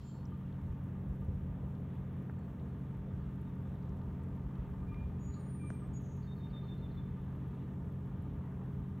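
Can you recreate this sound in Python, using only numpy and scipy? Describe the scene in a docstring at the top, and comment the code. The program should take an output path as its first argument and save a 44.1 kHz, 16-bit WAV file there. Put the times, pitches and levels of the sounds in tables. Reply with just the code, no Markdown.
"""A wooded bank on a wide, calm river: a big diesel throbs far across the water among steady machine tones.
The engine is harmonic exhaust lines, ringing metal and puffs of noise; roar and hiss are shaped noise.
Light air buffets the microphone with low noise and short thumps; knocks and ticks ring close by.
Leaves rustle briefly. Birds whistle, buzz and sing with gliding sines, and the trees echo them softly."""
import sys
import numpy as np
from scipy import signal
from scipy.fft import rfft, irfft
from scipy.io import wavfile

SR = 44100
rng = np.random.default_rng(int(sys.argv[2]) if len(sys.argv) > 2 else 0)


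def transcribe(signal):
    """Save signal, clipped to [-1, 1], as a 16-bit WAV file at the path in sys.argv[1]."""
    frames = np.atleast_2d(signal).T
    limited = np.clip(frames, -1, 1)
    pcm = np.round(limited * 32767).astype(np.int16)
    wavfile.write(sys.argv[1], SR, pcm)


N = 396900
TIME = np.arange(N) / SR
FREQ = np.fft.rfftfreq(N, 1 / SR)

# diesel speed: time_s, working_cycles_per_s
CYCLE_RATE = [(0, 11.11), (1.1, 11.18), (2.3, 11.08), (4.1, 11.04), (5.2, 11.11), (9, 11.06)]
# clear notes of the rocking song: centre_s, length_s, level_db, slide_hz
SONG_NOTES = [(6.309, 0.078, -64.5, 58), (6.44, 0.087, -67.5, -60), (6.577, 0.11, -62.5, -80),
              (6.714, 0.072, -61, -37), (6.847, 0.054, -64, -100), (6.991, 0.046, -66, -25)]


def undb(db):
    """Decibels to gain."""
    return 10 ** (np.asarray(db) / 20)


def unit(x):
    """Scale to rms 1."""
    return x / np.sqrt(np.mean(x ** 2))


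def curve(rows):
    """Join (s, value) rows by straight lines."""
    return np.interp(TIME, *np.transpose(rows))


def walk(rate):
    """Random wander of rms 1: straight lines between random knots, rate of them a second."""
    knots = rng.standard_normal(int(TIME[-1] * rate) + 3)
    return unit(np.interp(TIME * rate + rng.random(), np.arange(len(knots)), knots))


def noise(points):
    """Noise with a spectrum of (Hz, dB per Hz) points, falling away beyond both ends."""
    hz, db = np.transpose(points)
    gain = undb(np.interp(np.log(FREQ + 1), np.log(hz), db))
    low_fall = np.minimum(FREQ / hz[0], 1) ** 2
    high_fall = np.minimum(hz[-1] / (FREQ + 1), 1) ** 10
    spectrum = rfft(rng.standard_normal(N)) * gain * low_fall * high_fall
    return irfft(spectrum, N) * np.sqrt(SR / 2)


def ring(x, hz, width_hz):
    """One resonance, gain 1 at its centre."""
    return signal.lfilter(*signal.iirpeak(hz, hz / width_hz, fs=SR), x + 1e-18)


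def low_pass(x, hz):
    """Dull a sound gently above hz."""
    return signal.sosfilt(signal.butter(2, hz, fs=SR, output="sos"), x)


def treble(x, hz):
    """What lies above hz, without delay."""
    return signal.sosfiltfilt(signal.butter(6, hz, "high", fs=SR, output="sos"), x + 1e-18)


def swell(centre, length):
    """Smooth hump of height 1, about length s wide."""
    return np.exp(-np.minimum((2 * (TIME - centre) / length) ** 2, 100))


def sine(hz):
    """Tone of rms 1 on a moving pitch."""
    return np.sqrt(2) * np.sin(2 * np.pi * (np.cumsum(hz) / SR + rng.random()))


def patchy(x, depth_db, rate):
    """Let each octave of a sound wander in level on its own."""
    spectrum, octave = rfft(x), np.log2(np.maximum(FREQ, 2 ** 5))
    out = np.zeros(N)
    for k in np.arange(5, 16):
        band = irfft(spectrum * np.maximum(1 - np.abs(octave - k), 0), N)
        out += band * undb(depth_db * walk(rate))
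    return out


def add(out, s, sound):
    """Mix a short sound in at time s."""
    start = int(s * SR)
    out[start:start + len(sound)] += sound


def hiss():
    """Thin treble noise whose octaves flicker in the middle and hold steady at the sides; returns mid and side."""
    # hiss common to both ears: pitch_hz, density_db_per_hz
    mid_hiss = [(4000, -140), (5600, -124), (8000, -126), (10000, -131), (11600, -125), (13000, -128),
                (15800, -126)]
    # hiss opposed between the ears: pitch_hz, density_db_per_hz
    side_hiss = [(4000, -140), (5000, -128), (6500, -140), (10000, -132), (11500, -116), (13000, -115),
                 (15500, -109)]
    return patchy(noise(mid_hiss), depth_db=1.0, rate=20), noise(side_hiss)


def roar():
    """Distant low noise whose octaves wander in the middle and hold steady at the sides; returns mid and side."""
    # roar common to both ears, before the far sound's fade: pitch_hz, density_db_per_hz
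    mid_roar = [(25, -100), (60, -68), (120, -69.5), (170, -74.5), (260, -76.5), (350, -82), (500, -86.5),
                (700, -91.5), (1050, -93.5), (1400, -100), (1800, -102), (2000, -105.5), (2200, -107.5),
                (3500, -112.8), (4300, -124)]
    # roar opposed between the ears, before the same fade: pitch_hz, density_db_per_hz
    side_roar = [(25, -112), (100, -104), (200, -99.5), (500, -96.5), (900, -101), (1400, -112),
                 (2000, -121), (2600, -138)]
    return patchy(noise(mid_roar), depth_db=1.5, rate=9), noise(side_roar)


def crackle(rate=24, crackle_db=-95, spread_db=5.0, decay_s=0.0019):
    """Very faint ticking: sparse random decays gate a treble noise."""
    force = undb(spread_db * np.clip(rng.standard_normal(N), -2, 1))
    seeds = (rng.random(N) < rate / SR) * force
    bursts = signal.lfilter([1], [1, -np.exp(-1 / (decay_s * SR))], seeds + 1e-18)
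    colour = [(2500, 4), (6000, -5.0), (9500, -15), (11500, 10.5), (13000, -1)]  # Hz, relative dB
    return undb(crackle_db) * unit(bursts * noise(colour))


def leaves(level_db=-75, fall_s=0.2):
    """A brief rustle of shaped noise that dies away at the start."""
    # tint of the rustle: pitch_hz, relative_db
    leaf_tint = [(2000, -1), (3200, -1), (4500, 0.5), (6000, -7), (7500, -8)]
    return undb(level_db) * unit(noise(leaf_tint)) * swell(0, 2 * fall_s)


def breeze(calm_db=-53.5, calm_side_db=-90.5, buffet_cycles=2.7, eddy_db=2.0):
    """Gusts swell a low rumble and single eddies thump the microphone; returns mid and side."""
    # tint of the rumble: pitch_hz, relative_db
    rumble_tint = [(18, -34), (30, -15), (45, -3.5), (65, -0.5), (90, 2), (125, -14.5), (220, -22.5),
                   (400, -44)]
    # gusts over the microphone: centre_s, length_s, level_db, port_difference_db
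    gust_rows = [(0.678, 0.18, -45, -90), (1.36, 0.64, -44.5, -75), (3.1, 0.4, -50, -86),
                 (4.097, 1.1, -51, -77), (4.87, 0.72, -44, -62), (5.903, 0.45, -55, -60.5),
                 (6.898, 1.14, -49, -66), (8.3, 0.6, -48, -91)]
    # strongest buffets, each a few cycles long: centre_s, pitch_hz, peak_db
    buffet_rows = [(1.105, 56, -36), (1.292, 84.4, -28.5), (3.28, 58, -37), (3.922, 65, -36),
                   (4.09, 61, -35.5), (4.468, 55, -36.5), (4.605, 54, -38), (4.835, 70, -40),
                   (5.05, 67.5, -32)]
    power, side_power = undb(calm_db) ** 2, undb(calm_side_db) ** 2
    for s, length, db, side_db in gust_rows:
        shape = swell(s, length)
        power = power + (undb(db) * shape) ** 2
        side_power = side_power + (undb(side_db) * shape) ** 2
    thumps = np.zeros(N)
    for s, hz, db in buffet_rows:
        wave = np.sin(2 * np.pi * (hz * TIME + rng.random()))
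        thumps += undb(db) * swell(s, buffet_cycles / hz) * wave
    mid = unit(noise(rumble_tint)) * np.sqrt(power) + thumps
    side = unit(noise(rumble_tint)) * np.sqrt(side_power) * undb(eddy_db * walk(9.9))
    return mid, side


def tick(hz, width_hz, decay_s, grit):
    """A sharp contact with a short scrape, inside one broad resonance; peak 1."""
    age = TIME[:SR // 20]
    sound = (age == 0) + grit * rng.standard_normal(len(age)) * np.exp(-age / decay_s)
    for _ in range(3):
        sound = ring(sound, hz, width_hz)
    return sound / np.abs(sound).max()


def ticks(scrape_db=-37, scrape_s=0.042, scrape_hz=7000, tick_decay_s=0.0031):
    """Knocks ring a few broad modes and scrape on briefly, duller for a softer contact; fainter ticks ring one."""
    # light close knocks: start_s, level_db, dull_above_hz (softness of the contact)
    knock_rows = [(2.297, -43, 1900), (5.7032, -39, 8500)]
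    # what the knocks ring with: pitch_hz, width_hz, relative_db, scrape_decay_s
    mode_rows = [(560, 600, -2, .0035), (1450, 800, -1, .0014), (6500, 4500, -14, .001)]
    # faint close ticks: start_s, peak_db, pitch_hz, width_hz
    tick_rows = [(.254, -61, 5750, 1500), (.526, -65, 3450, 1200), (.839, -66, 11800, 3000),
                 (1.155, -70, 11700, 2500), (1.209, -69, 11500, 2000), (1.248, -68, 11200, 2500),
                 (1.347, -67, 9500, 6000), (1.752, -66, 3300, 1800), (2.311, -68, 11000, 6000),
                 (2.391, -71, 7400, 2000), (2.598, -63, 3180, 1800), (3.358, -70, 12300, 3500),
                 (3.414, -64, 12000, 4500), (3.756, -65, 3700, 1300), (3.828, -67, 4000, 6000),
                 (3.893, -61, 4400, 8000), (4.016, -69, 3800, 1500), (4.236, -66, 9000, 7000),
                 (4.287, -69, 9500, 7000), (4.555, -65, 3300, 1300), (4.659, -64, 3000, 1800),
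                 (4.944, -54.5, 2390, 1500), (5.25, -66, 6000, 3000), (5.752, -67, 12500, 2500),
                 (5.939, -60, 7900, 4500), (6.021, -66, 11700, 2500), (6.168, -68, 12000, 4500),
                 (6.84, -70, 12000, 4500), (7.323, -68, 6000, 7000), (7.481, -70, 11700, 2480),
                 (8.059, -71, 11700, 2500), (8.223, -65.5, 11300, 2500)]
    out = np.zeros(N)
    for s, db, dull_hz in knock_rows:
        body = sum(undb(mode_db) * tick(hz, width, decay, grit=0.033) for hz, width, mode_db, decay in mode_rows)
        scrape = unit(ring(rng.standard_normal(len(body)), scrape_hz, scrape_hz / 2))
        body = body + undb(scrape_db) * scrape * np.exp(-TIME[:len(body)] / scrape_s)
        add(out, s, undb(db) * low_pass(body, dull_hz))
    for s, db, hz, width_hz in tick_rows:
        add(out, s, undb(db) * tick(hz, min(width_hz, SR / 3), tick_decay_s, grit=0.17))
    return out


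def woods(x, t60=1.1, high_t60=.55, echo_db=-9.5, high_hz=7400, dull_hz=9000):
    """Trunks and leaves scatter a soft, dense echo with separate decay times below and above high_hz."""
    age = TIME[:SR]
    scatter = rng.standard_normal(SR) * (1 - np.exp(-age / 0.013))
    high = treble(scatter, high_hz)
    decay = undb(-60 * age / t60)
    tail = (scatter - high) * decay + high * undb(-60 * age / high_t60)
    tail = low_pass(tail / np.linalg.norm(scatter * decay), dull_hz)
    return undb(echo_db) * signal.fftconvolve(x, tail)[:N]


def chirp(centre, length, hz, slide_hz):
    """One short rounded note that slides through its pitch."""
    along = np.clip((TIME - centre) / length + .5, 0, 1)
    return np.sin(np.pi * along) * sine(hz + slide_hz * (along - .5))


def far_birds(blur_hz=120):
    """Slurred notes from deep in the trees, their pitch blurred on the way."""
    # faint far slurs: centre_s, length_s, pitch_hz, slide_hz, level_db
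    slur_rows = [(2.422, .12, 4340, -400, -90), (2.705, .1, 4360, -400, -93), (3.09, 0.084, 3540, 200, -85),
                 (3.22, .08, 4460, -330, -91.5), (3.478, .08, 3650, -130, -82.5),
                 (3.668, 0.11, 3470, -150, -87)]
    blur = blur_hz * walk(1200)
    return sum(undb(db) * chirp(s, length, hz + blur, slide_hz) for s, length, hz, slide_hz, db in slur_rows)


def buzzes(spread_hz=320, uneven=0.2, pulsing=0.35):
    """Raspy calls whose pitch rocks rapidly up and down, loudest on each upward sweep."""
    # buzzy calls: centre_s, length_s, pitch_hz, level_db, chirps_per_s, rasp_hz
    buzz_rows = [(.1, .2, 4280, -87, 150, 200), (5.347, 0.13, 4200, -78.5, 75, 300),
                 (6.07, 0.3, 6650, -78.5, 230, 181), (6.092, 0.2, 6230, -80.5, 210, 180)]
    out = np.zeros(N)
    for s, length, hz, db, rate, rasp_hz in buzz_rows:
        turn = 2 * np.pi * np.cumsum(rate * (1 + uneven * walk(100))) / SR
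        pitch = hz + spread_hz * np.sin(turn) + rasp_hz * np.tanh(walk(2500))
        out += undb(db) * unit(1 + pulsing * np.cos(turn)) * chirp(s, length, pitch, 0)
    return out


def lisps(first_s=6.221, pairs_per_s=7.29, length_s=0.038, level_db=-77.5, scatter_db=1.5,
          first_hz=4600, step_hz=-68.5, slide_hz=-450, rasp_hz=300):
    """Raspy falling lisps precede the song's clear notes on an even beat, each lower than the last."""
    out, rasp = np.zeros(N), rasp_hz * np.tanh(walk(1200))
    for k in range(len(SONG_NOTES)):
        along = np.clip((TIME - first_s - k / pairs_per_s) / length_s, 0, 1)
        lisp = sine(first_hz + k * step_hz + slide_hz * along + rasp)
        gain = undb(level_db + scatter_db * rng.standard_normal())
        out += gain * np.interp(along, [0, .3, 1], [0, 1, 0]) * lisp
    return out


def rocking_song(first_hz=3665, sink_hz=27, quaver_hz=9):
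    """The clear notes of the song, each centred a little lower than the last."""
    out, quaver = np.zeros(N), quaver_hz * walk(300)
    for k, (s, length, db, slide_hz) in enumerate(SONG_NOTES):
        out += undb(db) * chirp(s, length, first_hz - k * sink_hz + quaver, slide_hz)
    return out


def whistles(quaver=0.0032, fullness=0.66, arch_skew=0.68):
    """Near-pure notes that swell and fade while their pitch glides along an arch."""
    # clear whistles: start_s, length_s, start_hz, end_hz, arch_hz, loudest_level_db, loudest_at_share
    whistle_rows = [(0, 0.045, 3150, 3180, 0, -75, 0.3), (0, .06, 4080, 4130, 2, -81, .4),
                    (0.03, 0.14, 7000, 7120, 19, -73.5, 0.3), (0.032, 0.16, 7320, 7430, 21, -75, 0.3),
                    (.04, .12, 3180, 3190, -1, -79, .4), (0.04, .22, 4350, 4320, 1, -81, .42),
                    (.255, 0.096, 3110, 3080, 0, -82, 0.75), (4.869, 0.2, 2440, 2440, -57, -65.5, 0.35),
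                    (5.189, 0.24, 6750, 6850, 49, -67.5, 0.29), (5.358, 0.52, 8430, 8200, 740, -68, 0.62),
                    (5.428, .02, 8740, 5760, 2, -78, .3), (5.591, 0.19, 2418, 2400, -50, -63.5, 0.18),
                    (5.931, 0.068, 6710, 6740, 13, -60, 0.53)]
    out, tremble = np.zeros(N), 1 + quaver * walk(250)
    for s, length, start_hz, end_hz, arch_hz, db, loudest in whistle_rows:
        along = np.clip((TIME - s) / length, 0, 1)
        # a skew below 1 turns the pitch early in the note
        hz = start_hz + (end_hz - start_hz) * along + arch_hz * np.sin(np.pi * along ** arch_skew)
        shape = np.interp(along, [0, min(loudest, 1), 1], [0, 1, 0]) ** fullness
        out += undb(db) * shape * sine(hz * tremble)
    return out


def birds(flutter_db=2.4):
    """Whistles, a song and buzzes, all fluttering a little in level; the leaves smear the raspy sounds most."""
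    raspy = lisps() + buzzes()
    smeared = raspy + woods(raspy, t60=.5, echo_db=-3)
    return (whistles() + rocking_song() + smeared) * undb(flutter_db * walk(60))


def drone(hz=510, width_hz=80, level_db=-67, peak_s=1.3, length_s=2.7):
    """Noise in a narrow resonance makes a faint, rough drone that swells and fades in the first seconds."""
    hum = ring(ring(rng.standard_normal(N), hz, width_hz), hz, width_hz)
    return undb(level_db) * unit(hum) * swell(peak_s, length_s)


def machinery(waver_db=1.0, whine_hz=350, whine_start_db=-4.5, whine_end_db=1.0, whine_rise_s=4.6):
    """Nearly steady machine tones waver with the air; those above whine_hz start faint and grow clearer."""
    # machine tones, before the far sound's fade: pitch_hz, level_db
    tone_rows = [(59.7, -65.5), (117.4, -58.5), (202.4, -58.5), (275, -65), (404.8, -64), (417, -71.5),
                 (437.3, -78.5), (652, -81.5)]
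    whine = np.interp(TIME, [0, whine_rise_s], [whine_start_db, whine_end_db])
    out = np.zeros(N)
    for hz, db in tone_rows:
        level = db + (hz > whine_hz) * whine + waver_db * walk(3)
        out += undb(level) * sine(hz + 0.13 * walk(2.044))
    return out


def gas_puffs(cycles, hz=1150, width_hz=1100, decay_s=0.014, rise_s=.002):
    """A puff of exhaust noise follows each of four firings a cycle, in a broad resonance; rms 1."""
    firings, first_at = 4, .02  # per cycle; share of the cycle
    since_s = (firings * (cycles - first_at)) % 1 / firings / curve(CYCLE_RATE)
    puffs = rng.standard_normal(N) * (1 - np.exp(-since_s / rise_s)) * np.exp(-since_s / decay_s)
    return unit(ring(ring(puffs, hz, width_hz), hz, width_hz))


def clatter(cycles, slap_s=0.00049, scatter_db=1.3, rise_s=0.0037, gas_db=-72.5):
    """Loose metal parts are struck near fixed points of each cycle and ring, amid puffs of exhaust gas."""
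    # engine load on the clatter: time_s, relative_db
    load_rows = [(0, 2), (1.9, -3), (3, 1), (4.8, 3), (5.8, 0.7), (9, -0.5)]
    # parts struck once a cycle: cycle_share, pitch_hz, decay_s, level_db, in_bouts (1 yes, 0 follows load)
    clank_rows = [(.545, 1205, .02, -65, 1), (.02, 1200, 0.0054, -67.5, 0), (.55, 901, .024, -63.5, 0),
                  (.32, 905, .014, -69, 0), (.78, 915, .02, -69.5, 0), (.55, 1800, .008, -74, 0),
                  (.3, 470, 0.0065, -63.5, 0)]
    # bouts of louder clanking: centre_s, length_s, added_db (power relative to the usual)
    bout_rows = [(0.327, .15, 8), (.68, .25, 2.5), (1.22, .12, 4), (3.2, .14, 0), (4.1, 1, 1),
                 (4.89, .2, 9.5), (5.35, 0.19, 11), (5.62, 0.22, 6), (5.83, .1, 9), (6.577, .2, 6),
                 (7.18, .1, 9), (7.5, .2, 4.5)]
    out, load = np.zeros(N), undb(curve(load_rows))
    bouts = np.sqrt(1 + sum((undb(db) * swell(s, length)) ** 2 for s, length, db in bout_rows))
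    age = TIME[:SR // 4]
    for point, hz, decay_s, db, in_bouts in clank_rows:
        struck = np.flatnonzero(np.diff(np.floor(cycles - point)))
        late, force = rng.standard_normal((len(struck), 2)).T
        blows = np.zeros(N)
        when = np.clip(struck + (slap_s * SR * late).astype(int), 0, N - 1)
        blows[when] = undb(db + scatter_db * force)
        shape = (1 - np.exp(-age / rise_s)) * np.exp(-age / decay_s)
        clank = shape / shape.max() * np.sin(2 * np.pi * hz * age)
        out += signal.fftconvolve(blows * (bouts if in_bouts > .5 else load), clank)[:N]
    return out + load * undb(gas_db) * gas_puffs(cycles)


def exhaust(cycles, waver_db=0.6, uneven_rad=0.0026, smear_turns=.135):
    """Lines of the diesel's cycle; the long path smears the pulses into an even drone and lets each line waver."""
    # exhaust lines, before the far sound's fade: cycle_rate_multiple, level_db
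    line_rows = [(4, -66), (6, -63.5), (7, -58.5), (8, -51.5), (9, -66), (10, -69), (11, -64), (12, -45),
                 (13, -58), (14, -55.5), (15, -52.5), (16, -53.5), (17, -49.5), (18, -62.5), (19, -63),
                 (20, -60.5), (21, -59), (24, -64.5), (25, -63), (26, -73), (27, -77.5), (28, -69.5),
                 (29, -71.5), (30, -77), (39, -76.5)]
    # firings come a little early or late
    turn = 2 * np.pi * cycles + uneven_rad * walk(30)
    out = np.zeros(N)
    for k, db in line_rows:
        # dispersion: a line's phase lags by the square of its multiple
        lag = 2 * np.pi * smear_turns * round(k) ** 2
        out += np.sqrt(2) * undb(db + waver_db * walk(4)) * np.sin(round(k) * turn - lag)
    return out


def scene():
    """The far engine and the birds lie ahead; roar, breeze, hiss and echo spread to the sides."""
    cycles = np.cumsum(curve(CYCLE_RATE)) / SR
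    # the far sound fades up by 5 dB at first, then holds
    carry = undb(-1.0 - 5 * np.exp(-TIME / 0.24))
    roar_mid, roar_side = roar()
    hiss_mid, hiss_side = hiss()
    wind, wind_side = breeze()
    song, slurs, taps = birds(), far_birds(), ticks()
    far = exhaust(cycles) + clatter(cycles) + machinery() + drone() + roar_mid
    near = wind + leaves() + taps + crackle()
    mid = carry * far + near + song + slurs + woods(song + slurs) + hiss_mid
    # close sounds reach the two microphone ports differently
    near_side = wind_side + undb(-11) * signal.hilbert(taps).imag + undb(-5) * leaves()
    # the shortest waves differ most in phase between the ports, so the highest whistle sounds wide
    song_side = undb(-5) * signal.hilbert(treble(song, 7300)).imag + undb(-26) * woods(song)
    side = carry * roar_side + near_side + song_side + hiss_side
    return np.array([mid + side, mid - side])


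def record(dry, top_hz=15830):
    """A steep low-pass cuts the top."""
    return signal.sosfilt(signal.ellip(10, .2, 70, top_hz, fs=SR, output="sos"), dry)


dry = scene()
out = record(dry)
transcribe(out)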